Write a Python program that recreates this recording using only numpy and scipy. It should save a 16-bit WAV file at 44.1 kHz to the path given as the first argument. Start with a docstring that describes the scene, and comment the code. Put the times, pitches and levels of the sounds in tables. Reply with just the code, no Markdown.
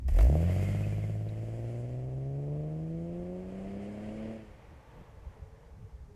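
"""At the kerb, a six-cylinder car pulls away hard from idle, its tailpipe close by.
Each firing booms and barks through the exhaust; the first ones pop and crack, and gas hisses out.
The engine chugs, sings, then rasps as it climbs, until the throttle closes.
The car rolls on far away, tyres roaring, while light wind bumps the microphone."""
import sys
import numpy as np
from scipy import signal
from scipy.fft import rfft, irfft, next_fast_len
from scipy.io import wavfile
from scipy.ndimage import uniform_filter1d, map_coordinates

SR = 44100
rng = np.random.default_rng(int(sys.argv[2]) if len(sys.argv) > 2 else 0)


def transcribe(signal):
    """Save signal, clipped to [-1, 1], as a 16-bit WAV file at the path in sys.argv[1]."""
    frames = np.atleast_2d(signal).T
    limited = np.clip(frames, -1, 1)
    pcm = np.round(limited * 32767).astype(np.int16)
    wavfile.write(sys.argv[1], SR, pcm)


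N = 271215


def amp(db):
    """dB to gain."""
    return 10 ** (np.asarray(db) / 20)


def unit(x):
    """Scale to rms 1."""
    return x / np.sqrt(np.mean(x ** 2) + 1e-20)


def clock():
    """Sample times, s."""
    return np.arange(N) / SR


def ramp(start_s, length_s):
    """Linear rise, 0 to 1."""
    return np.clip((clock() - start_s) / length_s, 0, 1)


def since(start_s):
    """Seconds since start, 0 before."""
    return np.maximum(clock() - start_s, 0)


def swell(centre_s, half_width_s):
    """Gaussian envelope, peak 1."""
    return np.exp(-((clock() - centre_s) / half_width_s) ** 2)


def curve(rows):
    """(time_s, value) rows, interpolated per sample."""
    return np.interp(clock(), *np.transpose(rows))


def wobble(rate_hz):
    """Smooth random curve, rate_hz knots a second."""
    knots = rng.standard_normal(int(N * rate_hz / SR) + 4)
    return map_coordinates(knots, [clock() * rate_hz], mode="nearest")


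def filtered(x, response):
    """Apply a complex frequency response."""
    size = 2 * next_fast_len(N // 2 + SR // 4)
    return irfft(rfft(x, size) * response(np.fft.rfftfreq(size, 1 / SR)), size)[:N]


def coloured(x, points):
    """Minimum-phase filter through (freq_hz, gain_db) points."""
    def response(hz):
        freq_hz, gain_db = np.transpose(points)
        cepstrum = irfft(np.log(amp(np.interp(np.log(hz + 1), np.log(freq_hz), gain_db))))
        half = len(cepstrum) // 2
        cepstrum[1:half] *= 2
        cepstrum[half + 1:] = 0
        return np.exp(rfft(cepstrum))
    return filtered(x, response)


def noise(points):
    """Noise of rms 1, shaped by (freq_hz, gain_db) points."""
    return unit(coloured(rng.standard_normal(N), points))


def steady(x, span_s):
    """Hold the running rms at 1."""
    size = int(span_s * SR)
    power = uniform_filter1d(uniform_filter1d(x * x, size), size)
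    return x / np.sqrt(np.abs(power) + 1e-20)


def impulses(times_s, sizes):
    """Impulses, each split between adjacent samples."""
    at = np.clip(np.asarray(times_s) * SR, 0, N - 2)
    i = at.astype(int)
    return np.bincount(i, sizes * (1 - at + i), N) + np.bincount(i + 1, sizes * (at - i), N)


def decays(times_s, sizes, decay_s):
    """An exponential tail from each time."""
    return signal.lfilter([1], [1, -np.exp(-1 / (decay_s * SR))], impulses(times_s, sizes))


OPEN_S, CLOSE_S, CLOSE_DB_PER_S = 0.032, 4.315, 85  # throttle
START_M, ACCELERATION_M_PER_S2 = 2.91, 4.05
STRAIN_FROM_HZ, STRAIN_FULL_HZ = 182, 222  # firing rate
FIRST_POP_S, BLAST_PEAK_S = .081, 0.22


def idling():
    """1 at idle, 0 with the throttle open."""
    return 1 - ramp(OPEN_S, 0.16)


def picked_up():
    """0-1: the engine pulls clear of low revs."""
    return ramp(start_s=1, length_s=.75)


def lugging():
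    """0-1: heavy load from clutch bite to pick-up."""
    return ramp(start_s=.28, length_s=.35) * (1 - picked_up())


def travelled_m():
    """Distance from rest at constant acceleration."""
    return .5 * ACCELERATION_M_PER_S2 * clock() ** 2


def distance_loss_db():
    """Spherical spreading loss against the starting distance."""
    return 20 * np.log10(1 + travelled_m() / START_M)


# time_s, firing_hz
FIRING_RATE = [(0.08, 31.2), (0.18, 43.3), (0.34, 76.6), (0.52, 91.3), (0.75, 101.1), (1.36, 108.9),
               (1.78, 119.1), (2.23, 134.4), (3.74, 198.0), (4.09, 213.5), (4.35, 223.4), (4.55, 203.4)]


def firings():
    """Firing rate and running count; six firings per engine cycle."""
    firing_hz = curve(FIRING_RATE)
    return firing_hz, np.cumsum(firing_hz) / SR + .47


# pitch_hz, level_db
PIPE_BOOM = [(30, -44), (38, -23), (55, -16.5), (76, -25.5), (111, -29.5), (148, -19.5), (176, -21),
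             (185, -25.5), (194, -21.5), (222, -22), (270, -36.5)]


def drone(firing_hz, count):
    """Low notes swell through the pipe's resonances; unequal manifold halves add half orders."""
    boom = lambda pitch_hz: amp(np.interp(pitch_hz, *np.transpose(PIPE_BOOM)))
    idle_db = -12.5 * (1 - ramp(OPEN_S, 0.037))
    level_db = idle_db - distance_loss_db() - CLOSE_DB_PER_S * since(CLOSE_S)
    phase = 2 * np.pi * count
    note = amp(0.73 * wobble(40)) * np.cos(phase)
    # octave fades once the clutch takes the load
    octave = amp(-8 - 19.6 * since(0.31) + 0.46 * wobble(36)) * -np.cos(2 * phase)
    throb = 1 + 0.71 * np.cos(phase / 6)  # loudest cylinder's push
    half_orders = 0.3 * lugging() * np.cos(phase / 2 + 1.3) + 0.53 * throb * np.cos(3 * phase / 2)
    strain = np.clip((firing_hz - STRAIN_FROM_HZ) / (STRAIN_FULL_HZ - STRAIN_FROM_HZ), 0, 1)
    imbalance = amp(-17.5) + amp(-4) * lugging() + amp(-15) * strain ** 2
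    beat = imbalance * amp(wobble(17)) * half_orders
    low_notes = boom(firing_hz) * (note + beat + growl(firing_hz, phase))
    return np.sqrt(2) * amp(level_db) * (low_notes + boom(2 * firing_hz) * octave)


# freq_hz, gain_db
RUMBLE_SPECTRUM = [(12, -18), (32, -7), (55, -3.5), (90, -8), (150, -12.5), (250, -24), (500, -44.5),
                   (1500, -68.5)]
# centre_s, level_db, pitch_hz, half_width_s
EDDIES = [(5.186, -42, 66.7, 0.018), (5.271, -36.5, 62, 0.016), (5.429, -38.5, 67, 0.017),
          (5.848, -40, 98.5, 0.016), (5.95, -38.5, 60, 0.019), (6.025, -37.5, 63.6, 0.017)]


def wind():
    """Launch blast, wake and breeze rumble; short eddies bump the microphone."""
    blast = amp(-39 - 10 * idling() - 35 * since(BLAST_PEAK_S))
    wake = amp(-48 - 0.45 * distance_loss_db() - CLOSE_DB_PER_S * since(CLOSE_S))
    breeze = amp(-55 + 2 * ramp(4.85, 0.12))
    level = np.sqrt(blast ** 2 + wake ** 2 + breeze ** 2)
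    rumble = level * amp(1.7 * wobble(10)) * noise(RUMBLE_SPECTRUM)
    bumps = sum(amp(db) * swell(centre_s, half_width_s) * np.cos(2 * np.pi * hz * (clock() - centre_s))
                for centre_s, db, hz, half_width_s in EDDIES)
    return rumble + bumps * (1 + 0.31 * wobble(200))


# freq_hz, gain_db
ROAR_SPECTRUM = [(90, -16), (170, -14.5), (230, -17.5), (320, -4.5), (400, -8), (470, -1), (560, -1),
                 (690, -7), (860, -2.5), (1020, -9), (1150, -8.5), (1350, -14.5), (1700, -14.5),
                 (3000, -43.5)]
SIZZLE_SPECTRUM = [(1000, -12.5), (1500, -5), (1950, 3), (2500, -2.5), (3200, -6.5), (3900, -12.5),
                   (8000, -27.5)]


def tyres(db_per_doubling=6.5):
    """Roar and sizzle grow with speed, then fade with distance, sizzle first."""
    speed_share = np.clip(clock() / CLOSE_S, .25, 1)
    level_db = db_per_doubling * np.log2(speed_share) + 1.1 * wobble(7.3)
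    roar = amp(-61 - 7.3 * since(5.14)) * noise(ROAR_SPECTRUM)
    sizzle = amp(-70 - 8.1 * since(4.96)) * speed_share * noise(SIZZLE_SPECTRUM)
    return amp(level_db) * (roar + sizzle)


def background(level_db=-78):
    """Faint, even hiss."""
    return amp(level_db) * noise([(100, 9.5), (2000, 0.5), (6000, 6.5), (14000, -6.0)])


# freq_hz, gain_db
PIPE_RESPONSE = [(100, -18), (160, -4), (210, 3), (265, -1), (320, 3), (365, 1.5), (405, -0.5), (450, -2.5),
                 (505, 0.5), (550, 0), (590, 2), (630, -0.5), (680, 0), (760, -8), (880, -18), (1100, -23),
                 (1500, -38), (4000, -58.5)]


def pipe(x, edge_db, corner_hz=620):
    """Exhaust resonances; abrupt pulses carry edge_db more above the corner."""
    ringing = coloured(x, PIPE_RESPONSE)
    dull = filtered(ringing, lambda hz: 1 / (1 + (hz / corner_hz) ** 8))
    return dull + amp(edge_db) * (ringing - dull)


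# time_s, level_db
BARK_LEVEL = [(0.39, -40.5), (0.45, -41), (0.62, -42.5), (0.8, -45), (1.2, -49), (1.71, -45), (2.16, -48.5),
              (2.56, -43.5), (2.98, -47.5), (3.36, -44.5), (3.43, -47.5), (3.8, -46.5), (4.04, -46.5),
              (4.34, -46), (4.49, -62.5), (4.55, -61.5)]
# in firing order: level_db, late_periods
CYLINDER_PULSES = [(-1, 0), (-2.5, .045), (-5, .02), (-1.5, .055), (-2, .005), (0, .06)]


def bark(firing_hz, count, break_up_hz=7):
    """One blow-down pulse per firing, trailing a turbulent puff, rings through the exhaust."""
    launch = swell(0, 1)
    rasp = np.clip((firing_hz - STRAIN_FROM_HZ) / break_up_hz, 0, 1)
    firing = np.arange(int(count[-1]))
    at = np.searchsorted(count, firing)
    cylinder = firing % 6
    size_db, late_periods = np.transpose(CYLINDER_PULSES)[:, cylinder]
    late_periods = late_periods + .055 * rasp[at] * (firing % 2)  # alternate firings lag in the rasp
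    scatter = .05 + .06 * launch + .09 * rasp
    time_jitter, size_jitter = scatter[at] * rng.standard_normal((len(firing), 2)).T
    times_s = np.interp(firing + 0.3147 + late_periods + 0.19 * time_jitter, count, clock())
    # last cylinder leads under load: one chug per cycle
    chug_db = (7.3 * lugging() + 3 * rasp)[at] * (cylinder == 5)
    pulses = impulses(times_s, amp(size_db + chug_db) * np.exp(size_jitter))
    puffs = decays(times_s, amp(size_db + .5 * chug_db), decay_s=0.022) * rng.standard_normal(N)
    edge_db = 1 - 0.61 * distance_loss_db() + 10 * rasp
    clean, rough = [steady(pipe(x, edge_db), span_s=.12) for x in (-pulses, puffs)]
    high_revs_oct = np.maximum(np.log2(firing_hz / 135), 0)
    turbulent_share = np.clip(.025 + .2 * high_revs_oct + .4 * launch + .2 * rasp, 0, 1)
    # held down until it takes over from the pops
    early_cut_db = 28 * idling() + 10 * (clock() < OPEN_S) + 2.5 * (1 - ramp(.33, .06))
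    level = amp(curve(BARK_LEVEL) + 0.48 - early_cut_db)
    return level * (np.sqrt(1 - turbulent_share) * clean + np.sqrt(turbulent_share) * rough)


# time_s, level_db
GAS_LEVEL = [(0.25, -57.5), (0.31, -58), (0.45, -54), (0.64, -54), (0.72, -55), (1.12, -62), (1.26, -65.5),
             (1.73, -63.5), (2.19, -73.5), (3.43, -69), (3.65, -64), (4.27, -61.5), (4.5, -61.5)]
# freq_hz, gain_db
RUSH_SPECTRUM = [(650, -30), (900, -6.5), (1150, -5.5), (1650, -3.5), (2100, 0.5), (2500, -2.5), (3200, -7),
                 (3700, -17), (5000, -16), (7000, -41.5)]
HISS_SPECTRUM = [(2800, -10.5), (3800, -9.5), (4900, -0.5), (6000, -1.5), (7200, 3), (8400, -1),
                 (10200, -2.5), (12000, -28), (14000, -26)]
FIZZ_SPECTRUM = [(9000, -14.5), (11500, 6), (14000, -3)]
# pitch_hz, width_hz, gain_db
WHISTLE_MODES = [(1120, 50, -19), (1340, 40, -10), (1520, 50, -16), (1800, 50, -14), (2090, 90, -3),
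                 (2450, 110, -11)]


def gas_jet(count, hiss_loss_db_per_m=0.16):
    """Gas rushes from the pipe, pulsing with the firings, and whistles briefly.
    A high fizz tops the hiss at first and fades over about two seconds."""
    early_cut_db = 14 * idling() + 7 * (clock() < FIRST_POP_S)
    rush_db = curve(GAS_LEVEL) - early_cut_db - 45 * since(CLOSE_S)
    hiss_db = rush_db - 7.5 - hiss_loss_db_per_m * travelled_m() - 12 * (1 - ramp(FIRST_POP_S, .01))
    surge = 1 + 0.079 * np.cos(2 * np.pi * (count - .5)) + 0.066 * np.cos(np.pi * count / 3)
    rush = amp(rush_db + 0.83 * wobble(24.83)) * noise(RUSH_SPECTRUM)
    hiss = amp(hiss_db + 1.18 * wobble(22.14)) * noise(HISS_SPECTRUM)
    fizz = amp(hiss_db - 3.5 + 1.3 * wobble(24)) * swell(0, 1.94) * noise(FIZZ_SPECTRUM)
    modes = lambda f: sum(amp(db) * 1j * f * width_hz / (hz * hz - f * f + 1j * f * width_hz)
                          for hz, width_hz, db in WHISTLE_MODES)
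    whistle = amp(rush_db - 4) * swell(.76, 0.26) * unit(filtered(rng.standard_normal(N), modes))
    return surge * (rush + hiss + fizz) + whistle


def sputter(firing_hz, count):
    """The first pop frees a spit of gas; the blast's rasp then swells with each firing's puff."""
    from_firing_s = (count - np.round(count)) / firing_hz - .001
    blast_db = -45.5 - 115 * np.maximum(BLAST_PEAK_S - clock(), 0) - 240 * since(BLAST_PEAK_S)
    puffs = amp(blast_db) * (.35 + .65 * np.exp(-(from_firing_s / 0.004) ** 2))
    first_spit = amp(-53 - 600 * since(FIRST_POP_S))
    rasp = noise([(500, -32), (2000, 16), (3600, -1), (5000, 5), (9000, 4), (11000, 0), (13000, 4)])
    return ramp(FIRST_POP_S - .004, .006) ** 2 * (puffs + first_spit) * rasp


# start_s, level_db
POP_CRACKS = [(0.084, -42), (0.1875, -32), (0.2085, -36)]


def cracks(decay_db_per_s=1300):
    """Brief, bright cracks on three pops of the blast."""
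    bursts = sum(amp(db - decay_db_per_s * since(start_s)) * ramp(start_s, .001)
                 for start_s, db in POP_CRACKS)
    crackle = noise([(300, -20), (600, 4), (900, -2), (1300, -9), (2600, -10), (3800, -24), (9000, -35)])
    return bursts * steady(crackle, span_s=.01)


# start_s, peak_db
HARD_FIRINGS = [(0.0855, -34), (0.1675, -33), (0.1885, -24.5), (0.2085, -32), (0.2285, -33), (0.2515, -29),
                (0.268, -29), (0.299, -23), (0.3265, -27), (0.3538, -23.5), (0.4045, -35), (0.4955, -35),
                (0.596, -33)]


def pops(edge_db=0.5, puff_db=-18.5):
    """The first hard firings thump through the pipe, each trailing a turbulent puff."""
    start_s, peak_db = np.transpose(HARD_FIRINGS)
    pipe_peak = np.abs(pipe(impulses([1], np.ones(1)), edge_db)).max()
    thumps = pipe(impulses(start_s, -amp(peak_db)), edge_db) / pipe_peak
    trails = decays(start_s, amp(peak_db + puff_db), decay_s=.011)
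    return thumps + trails * unit(pipe(rng.standard_normal(N), edge_db))


# centre_s, level_db, pitch_hz, half_width_s
WHISTLE_FLARES = [(0.685, -53, 2090, .025), (0.75, -57, 2080, .04), (0.847, -56, 2550, .012),
                  (0.935, -60, 2350, .018), (1.035, -58, 2130, .014)]


def whistle_flares(half_band_hz=90):
    """The tailpipe's whistle flares briefly in narrow noise bands."""
    def band(hz):
        return unit(filtered(rng.standard_normal(N), lambda f: 1 / (1 + ((f - hz) / half_band_hz) ** 2)))
    return sum(amp(db) * swell(centre_s, half_width_s) * band(hz)
               for centre_s, db, hz, half_width_s in WHISTLE_FLARES)


def roadside_echo(x, far_db=-11, delay_s=.012, drift_s=.0006):
    """A drifting reflection grows with distance; overtones swell and fade in turn."""
    gain = amp(far_db) * travelled_m() / (travelled_m() + START_M)
    echo = np.interp(clock() - delay_s - drift_s * wobble(4), clock(), x)
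    return (x + gain * echo) / np.sqrt(1 + gain ** 2)


def growl(firing_hz, phase, db_per_doubling=33):
    """Unequal cylinders growl below the firing note after pick-up, more as the revs climb."""
    climbing = amp(-4 + db_per_doubling * np.log2(firing_hz / firing_hz.max()))
    cruising = amp(-18) * picked_up()
    half = np.maximum(climbing, cruising) * np.cos(phase / 2 + 2.0)
    thirds = climbing * (.4 * np.cos(phase / 3) + 0.5 * np.cos(2 * phase / 3))
    return amp(1.2 * wobble(7.8)) * (half + thirds)


def tick(start_s=1.289, level_db=-55.5, pitch_hz=3800, t60_s=0.04):
    """A tiny bright tick, perhaps grit thrown by a tyre."""
    ring = noise([(1000, -12), (pitch_hz * 0.9, -12), (pitch_hz, 0), (pitch_hz * 1.1, -10),
                  (6000, -22), (12000, -45)])
    return (clock() > start_s) * amp(level_db - 60 * since(start_s) / t60_s) * ring


# firing_multiple, from_firing_hz, gain_db
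HIGH_REV_OVERTONES = [(1.5, 190, -13.5), (2, 150, -10), (2.5, 135, -14)]
# firing_multiple, gain_db
RESONANT_ORDERS = [(2.5, -8), (3.5, -10.5)]


def sing(firing_hz, count, broad_hz=475, narrow_hz=545, fade_in_hz=22):
    """Overtones swell as they cross two pipe resonances; others come in at high revs."""
    in_resonance = np.exp(-((3 * firing_hz - broad_hz) / 80) ** 4)
    third = amp(-12) * in_resonance * -np.cos(6 * np.pi * (count - .35))
    partial = lambda order: -np.cos(2 * np.pi * order * (count - .37))
    fade_in = lambda from_hz: np.clip((firing_hz - from_hz) / fade_in_hz, 0, 1)
    overtones = sum(amp(db + 1.5 * wobble(20)) * fade_in(from_hz) * partial(order)
                    for order, from_hz, db in HIGH_REV_OVERTONES)
    ringing = sum(amp(db) * np.exp(-((order * firing_hz - narrow_hz) / 32) ** 2) * partial(order)
                  for order, db in RESONANT_ORDERS)
    return amp(curve(BARK_LEVEL)) * coloured(third + overtones + ringing, PIPE_RESPONSE)


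# pitch_hz, level_db, centre_s, half_width_s
COASTING_HUMS = [(450, -64.5, 5.75, .45), (556, -67.5, 5.55, .2)]


def hum(sag_from_s=5.72, sag_hz_per_s=95):
    """Two fuzzy, wavering tones from the far car swell and sag in pitch."""
    tones = 0
    for hz, db, centre_s, half_width_s in COASTING_HUMS:
        pitch_hz = hz - sag_hz_per_s * since(sag_from_s) + 7 * wobble(9)
        phase = 2 * np.pi * np.cumsum(pitch_hz) / SR
        level = amp(db + 1.5 * wobble(7)) / np.sqrt(1 + ((clock() - centre_s) / half_width_s) ** 2)
        tones += level * ((.7 + .8 * wobble(45)) * np.cos(phase) + .8 * wobble(45) * np.sin(phase))
    return ramp(CLOSE_S, 0.28) * tones


# centre_s, level_db, half_width_s
COASTING_THUDS = [(4.73, -53, .05), (4.97, -55, .06), (5.013, -49, .014)]
# freq_hz, gain_db
THUD_SPECTRUM = [(50, -4), (140, 0), (280, -11), (550, -22), (900, -38), (3000, -60)]


def thuds():
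    """Soft low thuds swell out of the rumble as the car coasts."""
    level = sum(amp(db) * swell(centre_s, half_width_s) for centre_s, db, half_width_s in COASTING_THUDS)
    return level * steady(noise(THUD_SPECTRUM), span_s=.02)


def scene():
    """Exhaust, tyres and air, in mono."""
    firing_hz, count = firings()
    engine = drone(firing_hz, count) + roadside_echo(bark(firing_hz, count) + sing(firing_hz, count))
    engine *= 1 - ramp(4.5, .25)  # throttle closed: sinks below the tyres
    exhaust = engine + pops() + cracks() + gas_jet(count) + whistle_flares() + sputter(firing_hz, count)
    return (exhaust + background() + tyres() + hum() + wind() + thuds() + tick())[None]


def record(dry):
    """Brick-wall low-pass."""
    return filtered(dry[0], lambda hz: hz < 14250)[None]


dry = scene()
out = record(dry)
transcribe(out)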